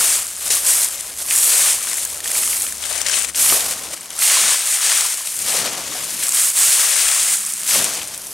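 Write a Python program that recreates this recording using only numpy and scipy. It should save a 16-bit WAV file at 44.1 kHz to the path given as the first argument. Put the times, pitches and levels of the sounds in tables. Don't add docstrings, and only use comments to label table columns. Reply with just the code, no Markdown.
import sys
import numpy as np
from scipy import signal
from scipy.fft import rfft, irfft, next_fast_len
from scipy.io import wavfile
from scipy.ndimage import map_coordinates

SR = 44100
rng = np.random.default_rng(int(sys.argv[2]) if len(sys.argv) > 2 else 0)


def dump_mix(stems):
    frames = np.atleast_2d(stems).T
    limited = np.clip(frames, -1, 1)
    pcm = np.round(limited * 32767).astype(np.int16)
    wavfile.write(sys.argv[1], SR, pcm)


N = 367353
TIME_S = np.arange(N) / SR
HAND_FROM_S = 3.945


def amp(db):
    return 10 ** (np.asarray(db) / 20)


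def along(points, hz):
    pitches, values = np.transpose(points)
    return np.interp(np.log(hz + 1), np.log(pitches + 1), values)


def curves(rows):
    times, *columns = np.transpose(rows)
    return [np.interp(TIME_S, times, column) for column in columns]


def wobble(per_s):
    knots = rng.standard_normal(int(N / SR * 200) + 4)
    return map_coordinates(knots, [TIME_S * per_s])


def filtered(x, response):
    size = next_fast_len(N + 8192)
    return irfft(rfft(x, size) * response(np.fft.rfftfreq(size, 1 / SR)), size)[..., :N]


def thinned(x):
    return filtered(x, lambda hz: hz ** 4 / (hz ** 4 + 700 ** 4))


def dying(power, t60):
    keep = amp(-120 / (t60 * SR))
    return signal.lfilter([1 - keep], [1, -keep], power)


def fractures(per_s, spread_db):
    size = amp(2 * spread_db * np.minimum(rng.exponential(size=N), 4))
    return (rng.random(N) < per_s / SR) * size / np.mean(size) * SR / per_s


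def pings(start_s, db, hz, t60):
    age = np.arange(1100)
    turns = hz[:, None] * age / SR
    decay = amp(db[:, None] - 60 * age / SR / t60[:, None])
    rings = decay * np.sin(2 * np.pi * turns) * (1 - np.exp(-turns / 0.17))
    at = np.round(start_s * SR).astype(int)[:, None] + age
    return np.bincount(at.ravel(), rings.ravel(), N + len(age))[:N]


def swells(start_s, end_s, db, end_db, rise, fall, bed_db):
    t = TIME_S[::32, None]
    hold = db + (end_db - db) * np.clip((t - start_s) / np.maximum(end_s - start_s, 1e-3), 0, 1)
    level = hold - rise * np.maximum(start_s - t, 0) - fall * np.maximum(t - end_s, 0)
    power = np.interp(TIME_S, t[:, 0], amp(2 * level).sum(axis=1))
    return 10 * np.log10(power + amp(2 * bed_db))


def stray_breaks(leaf_db, over_db, scatter_db, count):
    when, size, place = rng.random((count, 3)).T
    db = leaf_db[(when * N).astype(int)] + over_db + scatter_db * (size - .5)
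    return when * (N - 1) / SR, db, place


# pitch_hz, side_minus_mid_db
SIDE_SPECTRUM = [(60, -21), (250, -20), (550, -20), (1500, -15), (2700, -14), (4500, -20), (8000, -14),
                 (12000, -20)]


def voiced(power, colour):
    colour_rms = np.sqrt(np.mean(amp(2 * along(colour, np.linspace(0, SR / 2, 4000)))))
    shape = lambda hz: amp(along(colour, hz) + np.array([0 * hz, along(SIDE_SPECTRUM, hz)])) / colour_rms
    return filtered(np.sqrt(power) * rng.standard_normal((2, N)), shape)


# full_s, release_s, level_db, release_db, rise_db_per_s, fall_db_per_s
STROKES = [(0, 0.146, -15.5, -16, 502, 123), (0.302, 0.48, -29.5, -27.5, 105, 302),
           (0.511, 0.579, -17, -18, 799, 280), (0.685, 0.833, -13.5, -19, 253, 115),
           (0.923, 1.01, -37, -28.5, 100, 75), (1.18, 1.312, -29, -43, 405, 206),
           (1.336, 1.699, -17, -14.5, 130, 93), (1.825, 2.062, -24.5, -25, 200, 402),
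           (2.065, 2.2, -31.5, -35.5, 300, 600), (2.247, 2.356, -27, -23.5, 500, 300),
           (2.378, 2.66, -20, -24, 285, 222), (2.707, 2.81, -27, -37.5, 200, 144),
           (2.857, 3.022, -26.5, -25.5, 150, 600), (3.073, 3.162, -21.5, -19.5, 702, 902),
           (3.174, 3.242, -17.5, -22.5, 900, 498), (3.288, 3.288, -29, -26, 500, 350),
           (3.356, 3.427, -24, -13.5, 900, 900), (3.439, 3.554, -16, -17, 900, 200),
           (3.61, 3.73, -23, -27, 300, 66), (3.939, 3.94, -29, -25.5, 250, 1502),
           (4.229, 4.546, -15, -16.5, 342, 87), (4.716, 4.774, -16, -19.5, 143, 172),
           (4.846, 5.036, -16.5, -19.5, 214, 62), (5.203, 5.42, -30, -28, 102, 202),
           (5.491, 5.619, -18.5, -24.5, 252, 69), (5.783, 6.017, -34, -32, 100, 200),
           (6.026, 6.24, -35, -25, 200, 193), (6.393, 6.49, -15, -16.5, 92, 227),
           (6.59, 6.947, -13, -18, 201, 902), (6.962, 7.345, -16.5, -16.5, 900, 142),
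           (7.408, 7.606, -25, -28.5, 196, 203), (7.702, 7.844, -16.5, -23.5, 203, 81),
           (7.947, 8.148, -28.5, -41.5, 192, 22)]


def strokes():
    return swells(*np.transpose(STROKES), bed_db=-41)


# time_s, woody_db, treble_db, left_bias_db
PATCH = [(0, 1, 2, 2.5), (.28, -2.5, -1, 1.5), (.52, -1.5, 2.5, 3), (.62, -1.5, 2, 1), (.8, -1, 3.5, 1),
         (1.0, -1.5, 0, 4.5), (1.15, -2, 1.5, 0.5), (1.35, -3, 2, 0.5), (1.47, -1, 4, 1),
         (1.56, 0.5, 1.5, 2.5), (1.72, 0.5, 0, 0.5), (1.8, -0.5, 0.5, 2.5), (1.9, -1.5, -0.5, 4.5),
         (2.12, -1.5, 1, 2), (2.3, -0.5, 2, 0.5), (2.6, -3, 3, 0.5), (2.75, -2, 1, 3.5),
         (2.83, 1.5, -2.5, 7.5), (2.95, 2.5, -2.5, 9.5), (3.05, 3, -4, 7.5), (3.15, 3.5, -4.5, 8),
         (3.3, -0.5, -3, 6.5), (3.42, -1.5, 4, 0), (3.55, 2.5, 5, 1.5), (3.66, 1.5, 2.5, 2.5),
         (3.9, 1, -0.5, 3.5), (4.15, 2, 2.5, 3.5), (4.23, 1, 4, -1), (4.33, 4.5, -1, 0.5),
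         (4.52, 4.5, -2.5, 3), (4.72, -1, -1, 1.5), (4.81, 1.5, -3, 2), (4.88, 4.5, -1.5, 3),
         (5.05, 1.5, -1, 2.5), (5.35, -3, 1.5, 2), (5.65, 6.5, 0, 4.5), (6.1, 1.5, 2.5, 3.5),
         (6.5, -3.5, 0.5, -0.5), (6.7, 0.5, 1.5, 0.5), (6.95, 3, -0.5, 5.5), (7.1, 1, -4, 4.5),
         (7.22, 1, -1.5, 1.5), (7.36, -3, -2.5, 0), (7.55, -4.5, 0, 0), (7.78, 5, 3, 3),
         (8.0, 2.5, -0.5, 3), (8.33, 0, 6.5, 1)]
# pitch_hz, density_db
LEAF = [(3000, -70), (5000, -17.5), (6800, -5), (8000, -0.5), (8800, 0), (9700, -2), (10500, -9),
        (13000, -18)]
DUST = [(5000, -66), (8000, -5.5), (10500, 0.5), (11500, -1.5), (12700, -3.5), (14000, -11.5), (15600, -22),
        (17000, -27)]
COARSE = [(1500, -70), (3000, -23), (4200, -5), (5500, -1.5), (6800, -0.5), (9000, -12), (14000, -60)]
TWIG = [(200, -68), (500, -12.5), (1100, -7), (2100, -0.5), (3300, 0.5), (4200, -2), (6000, -8.5),
        (12000, -58)]
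HEAP = [(60, -65), (150, -22), (320, -6.5), (600, 3.5), (800, 0), (1100, -1.5), (1900, -9.5), (5000, -62)]
FISTFUL = [(350, -60), (600, -5), (800, -6), (1150, -8), (1500, -7), (2000, -6.5), (3200, -18), (6000, -70)]


def litter(leaf_db):
    woody_db, treble_db, _ = curves(PATCH)
    raking = TIME_S < HAND_FROM_S
    weak_db = -20 - leaf_db
    dust_db = -6.5 + .1953 * weak_db + 1.5 * treble_db
    coarse_db = -7.5 + .28 * weak_db + .89 * woody_db + .5 * treble_db
    twig_db = -9 + .2618 * weak_db + woody_db
    heap_db = -20.5 + .7563 * weak_db + 2.01 * woody_db + treble_db
    heap_db += np.where(raking, 0, -7)
    per_s = 1600 * amp(0.36 * (leaf_db + 26))
    shared = np.where(raking, fractures(.6 * per_s, spread_db=0), fractures(per_s, spread_db=0))
    own = fractures(per_s / 2, spread_db=2)
    lumpy = np.clip(1 - (leaf_db + 24) / 12, .2, 1)
    clumps = amp(lumpy * (0.76 * wobble(12) + 2.6 * wobble(30) + 2.1 * wobble(90)))
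    clumps /= np.mean(clumps)
    layers = ((LEAF, -.6, .004, .25, .5),
              (DUST, dust_db, .004, .3, .45),
              (COARSE, coarse_db, .006, .25, .5),
              (TWIG, twig_db, .011, .3, .45),
              (HEAP, heap_db, .02, .25, .3),
              (FISTFUL, np.where(raking, -90, -26), .012, .1, .3))
    rustle = 0
    for colour, above_db, t60_s, hiss_share, common_share in layers:
        own = np.roll(own, N // len(layers))
        breaks = common_share * shared + (1 - hiss_share - common_share) * own
        grain = hiss_share + dying(breaks, t60_s)
        power = clumps * (1 + np.sqrt(lumpy) * (grain - 1))
        rustle = rustle + voiced(power * amp(2 * (leaf_db + above_db)), colour)
    rustle[0] += thinned(stems(leaf_db + twig_db, count=1200))
    return rustle


def stems(level_db, count):
    when, smallness, place, life = rng.random((count, 4)).T
    hz = 1000 * 4.5 ** place
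    db = level_db[(when * N).astype(int)] + 3 - 2.3 * np.log(smallness + 0.035)
    return pings(when * N / SR, db, hz, (5 + 22 * life) / hz)


def flakes(leaf_db):
    start_s, db, place = stray_breaks(leaf_db, over_db=9, scatter_db=7, count=700)
    hz = 6500 * 1.53 ** place
    return pings(start_s, db, hz, t60=10 / hz)


# time_s, level_db
RUMBLE = [(0.0, -46), (0.14, -57), (3.78, -50), (4.6, -60), (5.1, -61), (5.73, -50), (6.49, -59),
          (7.98, -52), (8.33, -52)]
# start_s, level_db, fall_db_per_s
SHOVES = [(.51, -50, 70), (1.32, -49, 152), (2.39, -47, 150), (3.411, -50, 150), (3.525, -38, 600),
          (3.67, -47, 45), (4.45, -45, 115), (5.42, -42, 16), (5.61, -39.5, 53), (5.89, -43, 58),
          (6.12, -46.5, 57), (7.78, -36, 60)]
# pitch_hz, density_db
DULL = [(20, -55), (50, -14), (95, -7.5), (180, -1), (280, -2.5), (450, -6.5), (1500, -60)]


def rumble_and_shoves():
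    start_s, db, fall = np.transpose(SHOVES)
    level_db = swells(start_s, start_s, db, db, rise=218, fall=fall, bed_db=curves(RUMBLE)[0])
    return voiced(amp(1.976 * (level_db + 0.8 * wobble(25))), DULL)


# time_s, level_db
AIR = [(0, -60), (.95, -60), (1.6, -60), (2.7, -57), (3.7, -63), (4.2, -67), (5.3, -65), (5.6, -64),
       (6.8, -71), (7.2, -69), (8.33, -59)]
# pitch_hz, density_db
PUFF = [(15, -29), (28, -11), (50, -8), (90, -4), (150, -25), (500, -70)]


def air():
    return voiced(amp(2 * (curves(AIR)[0] + 2.6 * wobble(7.3))), PUFF)


# time_s, pitch_hz, level_db
HUM = [(0, 69.5, -68), (.3, 70.6, -58), (.7, 70.4, -54), (.87, 70.4, -62), (1.05, 72, -53),
       (1.3, 71.4, -63), (1.6, 71.9, -70), (2.3, 70.9, -65), (2.55, 70, -54), (3.02, 69.8, -51),
       (3.18, 71, -55), (3.3, 70.5, -53), (3.99, 69, -55)]
# time_s, pitch_hz, level_db
RISING_TONE = [(7.2, 194, -65), (7.3, 192, -58), (7.61, 204, -54), (7.67, 215, -54), (7.75, 214, -54)]


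def background_tone(rows, waver_db):
    hz, db = curves(rows)
    fade = np.clip(np.minimum(TIME_S - rows[0][0], rows[-1][0] - TIME_S) / 0.077, 0, 1)
    return np.sqrt(2) * fade * amp(db + waver_db * wobble(7.7)) * np.sin(2 * np.pi * np.cumsum(hz) / SR)


# start_s, level_db, pitch_hz, woody_above_db
LEAF_SNAPS = [(0.1559, -5, 7600, -5), (0.218, -19, 8500, -5), (0.229, -16, 7500, -18),
              (0.2483, -16, 8800, -15), (0.268, -8, 7600, -21), (0.2789, -14, 8200, -19),
              (0.3659, -14, 8400, -18), (0.4182, -17, 7900, -4), (0.4773, -5, 8300, -17),
              (0.4808, -8, 8700, -13), (0.4906, -9, 9100, -22), (0.501, -8, 8000, -13),
              (0.505, -2, 6200, -22), (0.6476, -6, 8500, -20), (0.831, -5, 7800, -22),
              (0.846, 0, 9700, -24), (0.8866, -5, 10100, -25), (0.9137, -14, 6600, -12),
              (0.9497, -21, 7850, -17), (0.9573, -19, 8700, -18), (1.0089, -9, 9600, -19),
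              (1.0708, -23, 6200, -10), (1.0775, -17, 9800, -18), (1.1033, -18, 9500, -7),
              (1.1281, -25, 7900, -13), (1.1569, -20, 8130, -14), (1.166, -15, 7300, -14),
              (1.175, -10, 9000, -23), (1.1868, -8, 8400, -20), (1.302, -5, 9600, -16),
              (1.3088, -2, 8600, -20), (1.361, 2, 8600, -25), (1.3676, -4, 8300, -28),
              (1.3778, -5, 9100, -19), (1.3868, 3, 7300, -16), (1.5033, -11, 8000, -12),
              (1.5577, -6, 9700, -16), (1.58, -1, 8400, -19), (1.7097, -4, 8000, -15),
              (1.732, -4, 8300, -15), (1.7545, -8, 8300, -21), (1.8713, -11, 6700, -5),
              (1.8761, -12, 6900, -1), (1.889, -12, 8500, -22.5), (1.8962, -8, 8400, -12),
              (1.9316, -4, 8000, -18), (1.9418, -5, 7900, -19), (1.9718, -6, 9400, -20),
              (2.0025, -9, 8600, -24), (2.051, -1.5, 8900, -24), (2.1005, -14, 9700, -17),
              (2.1127, -12, 8900, -16), (2.1271, -17, 9000, -15), (2.1448, -9, 9100, -20),
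              (2.1746, -11, 8900, -24), (2.1815, -14, 8900, -20), (2.2045, -12, 8400, -2),
              (2.243, -15, 8300, -6), (2.259, -9, 8100, -10), (2.277, -3.5, 8600, -10),
              (2.2831, -11, 9400, -15), (2.3036, -8, 9600, -21), (2.3164, -3, 9100, -13),
              (2.35, -8, 8900, -9), (2.3721, -7, 9040, -21), (2.378, -4, 9500, -26),
              (2.4302, -4, 8440, -22), (2.4347, -6, 8000, -2), (2.443, -13, 9300, -25),
              (2.4611, -6, 9200, -19), (2.4656, -9, 8800, -18), (2.476, -4, 8800, -18),
              (2.53, -14, 8000, -6), (2.5486, -18, 9000, -12), (2.5711, -14, 8250, -13),
              (2.602, -8, 8200, -22), (2.621, -2, 8100, -22), (2.6861, -14, 8000, -2),
              (2.7244, -10, 6500, -11), (2.7448, -18, 8300, -17), (2.7708, -16, 6400, -7),
              (2.7816, -11, 8700, -19), (2.823, -12, 6800, -6), (2.8358, -20, 7900, -7),
              (2.8404, -18, 7300, -2), (2.855, -13, 6700, 1), (2.8606, -20, 5900, -6),
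              (2.9273, -7.5, 6350, -17), (2.9787, -7, 6500, -14), (3.016, -3, 5600, -20),
              (3.0471, -15, 5700, -12), (3.0639, -9, 6700, 0), (3.0678, -15, 6000, -11),
              (3.073, -15, 7600, -19), (3.0853, -4, 5100, -6), (3.0968, -4, 5400, -12),
              (3.1424, -5, 8200, -7), (3.159, -11, 6800, -14), (3.1627, -11, 7600, -7),
              (3.167, -14, 7700, -11), (3.1876, -11, 7300, -9), (3.1937, -6, 7700, -16),
              (3.2228, -5, 7900, -19), (3.2325, -8, 7700, -15), (3.2402, -9, 8100, -9),
              (3.2474, -7, 7100, -13), (3.27, -13, 7700, -15), (3.2796, -17, 7700, -7),
              (3.292, -14, 5900, -12), (3.298, -15, 8100, 1), (3.3037, -16, 8000, -19),
              (3.3205, -26, 7400, -18), (3.3359, -19, 8500, -17), (3.3481, -14, 5500, -7),
              (3.3576, -9, 7400, -22), (3.362, -8, 8200, -20), (3.3758, -4, 9440, -17),
              (3.6066, -7, 7800, -20), (3.71, -7, 8500, -17), (3.793, -17, 9000, -16),
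              (3.8432, -24, 8500, -12), (3.8708, -24, 6400, 8), (3.9336, -15, 8550, -12),
              (3.9377, -17, 7300, -12), (3.944, -15, 9200, -15), (3.9596, -22, 9600, -15),
              (3.976, -18, 5500, -5), (4.0092, -14, 8300, -22), (4.014, -17, 9300, -6),
              (4.0532, -26, 8900, -17), (4.0581, -19, 7500, -3), (4.104, -13, 7500, -8),
              (4.1237, -29, 8500, -21), (4.138, -15, 9700, -18), (4.1643, -15, 8300, -20),
              (4.1773, -13, 8100, -19), (4.1904, -3.5, 8500, -19), (4.266, -4, 8500, -20),
              (4.3194, -2, 9500, -20), (4.6885, -8, 8300, -20), (4.8135, -4, 8500, -20),
              (4.9499, -6, 7500, -17), (4.9758, -1.5, 9100, -20), (5.009, 0, 8600, -17),
              (5.0636, -6, 8000, -15), (5.1242, -8, 8500, -18), (5.253, -13, 8700, -15),
              (5.2727, -10, 8500, -9), (5.3666, -10, 8900, -22), (5.3763, -12, 9000, -21),
              (5.3903, -5, 9700, -23), (5.4215, -8, 9100, -16), (5.4264, -10, 6200, -17),
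              (5.5709, -5, 8600, -12), (5.5892, -2.5, 8700, -21), (5.839, -12, 8500, -14),
              (5.8771, -22, 7300, -10), (6.0427, -8, 9800, -21), (6.052, -11, 9200, -16),
              (6.1066, -11, 7100, -16), (6.2289, -16, 8100, 2), (6.2371, -5, 9000, -19),
              (6.2692, -6, 9100, -20), (6.284, -3, 9100, -15), (6.292, -0.5, 8000, -22),
              (6.322, -2, 7700, -22), (6.3986, -6, 8400, -18), (6.4864, -4, 8700, -21),
              (6.5013, -2, 8100, -28), (6.5694, 0, 9200, -14), (6.9354, -7, 8350, -17),
              (6.957, -2, 8500, -22), (6.973, -9, 8500, -18), (7.1142, -2, 8800, -14),
              (7.1475, -2, 8500, -18), (7.23, -6, 8100, -16), (7.35, -6, 8800, -26),
              (7.3709, -6, 8300, -22), (7.45, -6, 8700, -16), (7.4642, -9, 8350, -22),
              (7.523, -7, 8000, -22), (7.537, -4, 9300, -18), (7.5591, -17, 8200, -20),
              (7.5687, -13, 9200, -17), (7.578, -15, 8500, -18), (7.616, -8, 8800, -24),
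              (7.6333, -9, 9200, -11), (7.6767, -7, 6600, -10), (7.689, -5, 8200, -15),
              (7.694, -7, 8900, -20), (7.843, 1, 8340, -14), (7.9366, -8, 8300, -14),
              (7.942, -11, 8700, -6), (8.0166, -22.5, 6900, 14.5), (8.0321, -20, 8400, -11),
              (8.0747, -12, 8600, -14), (8.0814, -13, 8300, -12), (8.1407, -17, 6200, -9),
              (8.1455, -13, 7900, -18), (8.1627, -23, 7000, -18), (8.1771, -11, 9200, -19),
              (8.2173, -16, 9300, -11), (8.2692, -12, 8500, -13)]


def leaf_snaps():
    crisp_cycles, woody_cycles, shower_s = 20, 5.9, 0.014
    start_s, db, hz, woody_db = np.transpose(LEAF_SNAPS)
    woody_hz = 2720 * np.exp(rng.normal(0, .25, len(start_s)))
    clicks = pings(start_s, db - 3.5, hz, crisp_cycles / hz)
    clicks += pings(start_s, db + woody_db + 1, woody_hz, woody_cycles / woody_hz)
    impulses = np.zeros(N)
    impulses[np.round(start_s * SR).astype(int)] = amp(2 * (db - 9)) * shower_s * SR / np.log(1e6)
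    crumbs = dying(impulses, shower_s)
    snaps = voiced(crumbs, LEAF) + amp(-19) * voiced(crumbs, DUST) + amp(-12) * voiced(crumbs, COARSE)
    snaps[0] += thinned(clicks)
    return snaps


# start_s, level_db, pitch_hz
CRACKS = [(0.2169, -26, 2400), (0.4718, -14, 3670), (0.5048, -19, 5800), (0.526, -14, 4500),
          (0.535, -12, 4500), (0.5686, -11, 4020), (0.6644, -16, 4480), (0.7841, -18, 4370),
          (1.2865, -14, 4500), (1.3094, -6.5, 2470), (1.315, -15, 1950), (1.322, -11, 2400),
          (1.3768, -28, 4030), (1.3857, -23, 4570), (1.5344, -7, 4500), (1.8754, -16, 1580),
          (1.9155, -17, 2060), (1.924, -20, 2080), (1.93, -11, 5500), (1.982, -16, 2040),
          (2.128, -25, 1140), (2.136, -26, 3900), (2.2034, -26, 4320), (2.204, -19, 1850),
          (2.2428, -16, 3300), (2.258, -13, 1830), (2.2757, -13.5, 3200), (2.3146, -17, 2010),
          (2.3531, -12, 2300), (2.3738, -16, 2840), (2.4339, -14, 1970), (2.476, -14, 3130),
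          (2.5306, -9, 2120), (2.5486, -15, 2060), (2.61, -18, 3670), (2.6662, -12, 3100),
          (2.723, -22, 1700), (2.8392, -12, 3380), (3.015, -18, 2850), (3.0629, -12, 2210),
          (3.0844, -13, 4000), (3.1173, -11, 3160), (3.097, -14, 1580), (3.1343, -7, 3000),
          (3.141, -6, 3050), (3.167, -16, 2210), (3.217, -13, 2780), (3.2458, -7.5, 2430),
          (3.289, -18, 2120), (3.3473, -11.5, 3220), (3.3752, -13, 4200), (3.3943, -10, 4230),
          (3.4236, -20, 2100), (3.462, -5, 2500), (3.4994, -3.5, 2900), (3.5249, -8, 1200),
          (3.558, -21, 3650), (3.607, -7, 3680), (3.9749, -21, 2250), (4.1053, -14.5, 3260),
          (4.2014, -21, 2590), (4.2211, -4, 2080), (4.3, -11, 2230), (4.375, -11, 2700),
          (4.6713, -22, 4340), (4.817, -22, 2840), (4.9696, -11, 2310), (4.918, -4, 1590),
          (5.053, -13, 1010), (5.2724, -13.5, 3900), (5.4784, -11, 3160), (5.495, -9, 4120),
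          (5.6251, -23, 4490), (5.6755, -11, 2430), (5.9155, -21, 4360), (6.216, -21, 3840),
          (6.2277, -13, 2560), (6.2821, -22, 3980), (6.3709, -6, 3830), (6.5645, -13, 3230),
          (6.575, -11, 4360), (6.6214, -16, 2800), (6.6603, -18, 2360), (6.7131, -16, 3290),
          (6.8155, -8, 2700), (6.846, -19, 1500), (6.8698, -11, 3280), (6.9306, -9, 4010),
          (7.051, -8, 4280), (7.0873, -6, 2940), (7.1164, -5.5, 1930), (7.3043, -14, 4140),
          (7.3437, -20, 4470), (7.6765, -11, 3720), (7.6899, -10, 3070), (7.7095, -7, 2240),
          (7.7478, -6, 3290), (7.995, -14, 3140), (8.0147, -18, 3120), (8.1394, -16, 4170),
          (8.146, -22, 4200)]


def cracks(leaf_db):
    listed_cycles, stray_cycles = 19, 9
    stray_s, stray_db, place = stray_breaks(leaf_db, over_db=1.5, scatter_db=9.5, count=90)
    start_s, db, hz = np.hstack([np.transpose(CRACKS), [stray_s, stray_db, 1500 * 3 ** place]])
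    impulses = np.zeros(N)
    impulses[np.round(start_s * SR).astype(int)] = amp(2 * (db + 4.5))
    burst = dying(impulses, t60=0.035)
    cracking = voiced(burst, TWIG) + voiced(burst, COARSE)
    cycles = np.where(np.arange(len(hz)) < len(CRACKS), listed_cycles, stray_cycles)
    detunes = rng.normal(0, 0.18, (len(hz), 2)).T
    notes = pings(start_s, db - 7.5, hz, cycles * np.exp(detunes[1]) / hz)
    neighbours = sum(pings(start_s, db - 17, hz * np.exp(step), t60=10 / hz) for step in detunes)
    cracking[0] += thinned(notes + neighbours)
    return cracking


def tines():
    start_s, db, hz = np.transpose([row for row in CRACKS if row[0] < HAND_FROM_S])
    return thinned(pings(start_s, db - 17, hz, t60=55 / hz))


# start_s, level_db, t60_s
BITES = [(0.503, -16, 0.24), (2.243, -31, 0.066), (3.063, -17.5, 0.08), (3.112, -20, 0.16),
         (3.357, -22, 0.062), (4.19, -31, .06), (4.215, -26, 0.047), (4.818, -30, 0.088)]


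def bites():
    power = sum((TIME_S >= start_s) * amp(2 * (db - 60 * np.clip(TIME_S - start_s, 0, 1) / t60))
                for start_s, db, t60 in BITES)
    return voiced(power, COARSE) + amp(-22) * voiced(power, LEAF) + amp(-7.5) * voiced(power, TWIG)


# start_s, level_db, pitch_hz, t60_s
KNOCKS = [(0.503, -24.5, 453, 0.035), (3.5228, -17, 330, 0.016), (3.524, -15, 750, 0.016),
          (5.546, -23, 530, 0.041), (5.677, -20, 590, 0.034), (5.95, -28, 736, 0.11),
          (7.756, -23, 544, 0.088), (7.8, -28, 207, 0.046), (7.819, -23, 630, 0.045)]


def knocks():
    return pings(*np.transpose(KNOCKS))


# full_s, release_s, level_db, release_db, rise_db_per_s, fall_db_per_s
SACK_FILLS = [(5.464, 5.72, -39.5, -35, 200, 100), (5.74, 5.84, -40, -40, 200, 148),
              (5.94, 5.99, -46, -45, 250, 150), (7.743, 7.86, -40, -35, 250, 76)]


def sack():
    level_db = swells(*np.transpose(SACK_FILLS), bed_db=-90) + 3.5 * wobble(40)
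    grain = 0.55 + 0.66 * dying(fractures(400, spread_db=-1.5), t60=0.024)
    return voiced(amp(2 * level_db) * grain, HEAP)


def bump(at_s, level_db, pitch_hz, width_s):
    t = TIME_S - at_s
    pulse = amp(level_db) * np.exp(-(t / width_s) ** 2) * np.cos(2 * np.pi * pitch_hz * t)
    return np.array([pulse, .3 * pulse])


# time_s, side_gain_db
WIDTH = [(0.0, -1.7), (0.4, -0.8), (0.8, -2.9), (1.2, 1.0), (1.6, -2.4), (2.0, 2.3), (2.4, -0.7),
         (2.8, 5.4), (3.2, 4.4), (3.6, 1.5), (4.0, 1.5), (4.4, -4.6), (4.8, -4.9), (5.2, -3.1), (5.6, 1.2),
         (6.0, 3.4), (6.4, -5.1), (6.8, -0.9), (7.2, -0.2), (7.6, -0.5), (8.0, 2.4)]
# pitch_hz, lean_factor
LEAN = [(300, 0.05), (600, .15), (1500, 0.65), (2700, 1.1), (4500, .45), (7500, 1.2), (9500, 1.1),
        (12000, 0.15)]


def scene():
    leaf_db = strokes()
    work = litter(leaf_db) + leaf_snaps() + cracks(leaf_db)
    lows = rumble_and_shoves() + air() + bump(at_s=7.065, level_db=-44, pitch_hz=36, width_s=.03)
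    mid, side = work + lows + bites() + sack()
    mid += flakes(leaf_db) + tines() + knocks()
    left_bias_db = curves(PATCH)[-1]
    pan = np.tanh(left_bias_db * np.log(10) / 40)
    side *= amp(curves(WIDTH)[0])
    side += pan * filtered(mid, lambda hz: along(LEAN, hz))
    mid += background_tone(HUM, waver_db=1) + background_tone(RISING_TONE, waver_db=1.5)
    return np.array([mid + side, mid - side])


def record(dry):
    bent = dry / (1 + np.abs(dry / .97) ** 8) ** (1 / 8)
    return filtered(bent, lambda hz: hz < 15805)


dry = scene()
out = record(dry)
dump_mix(out)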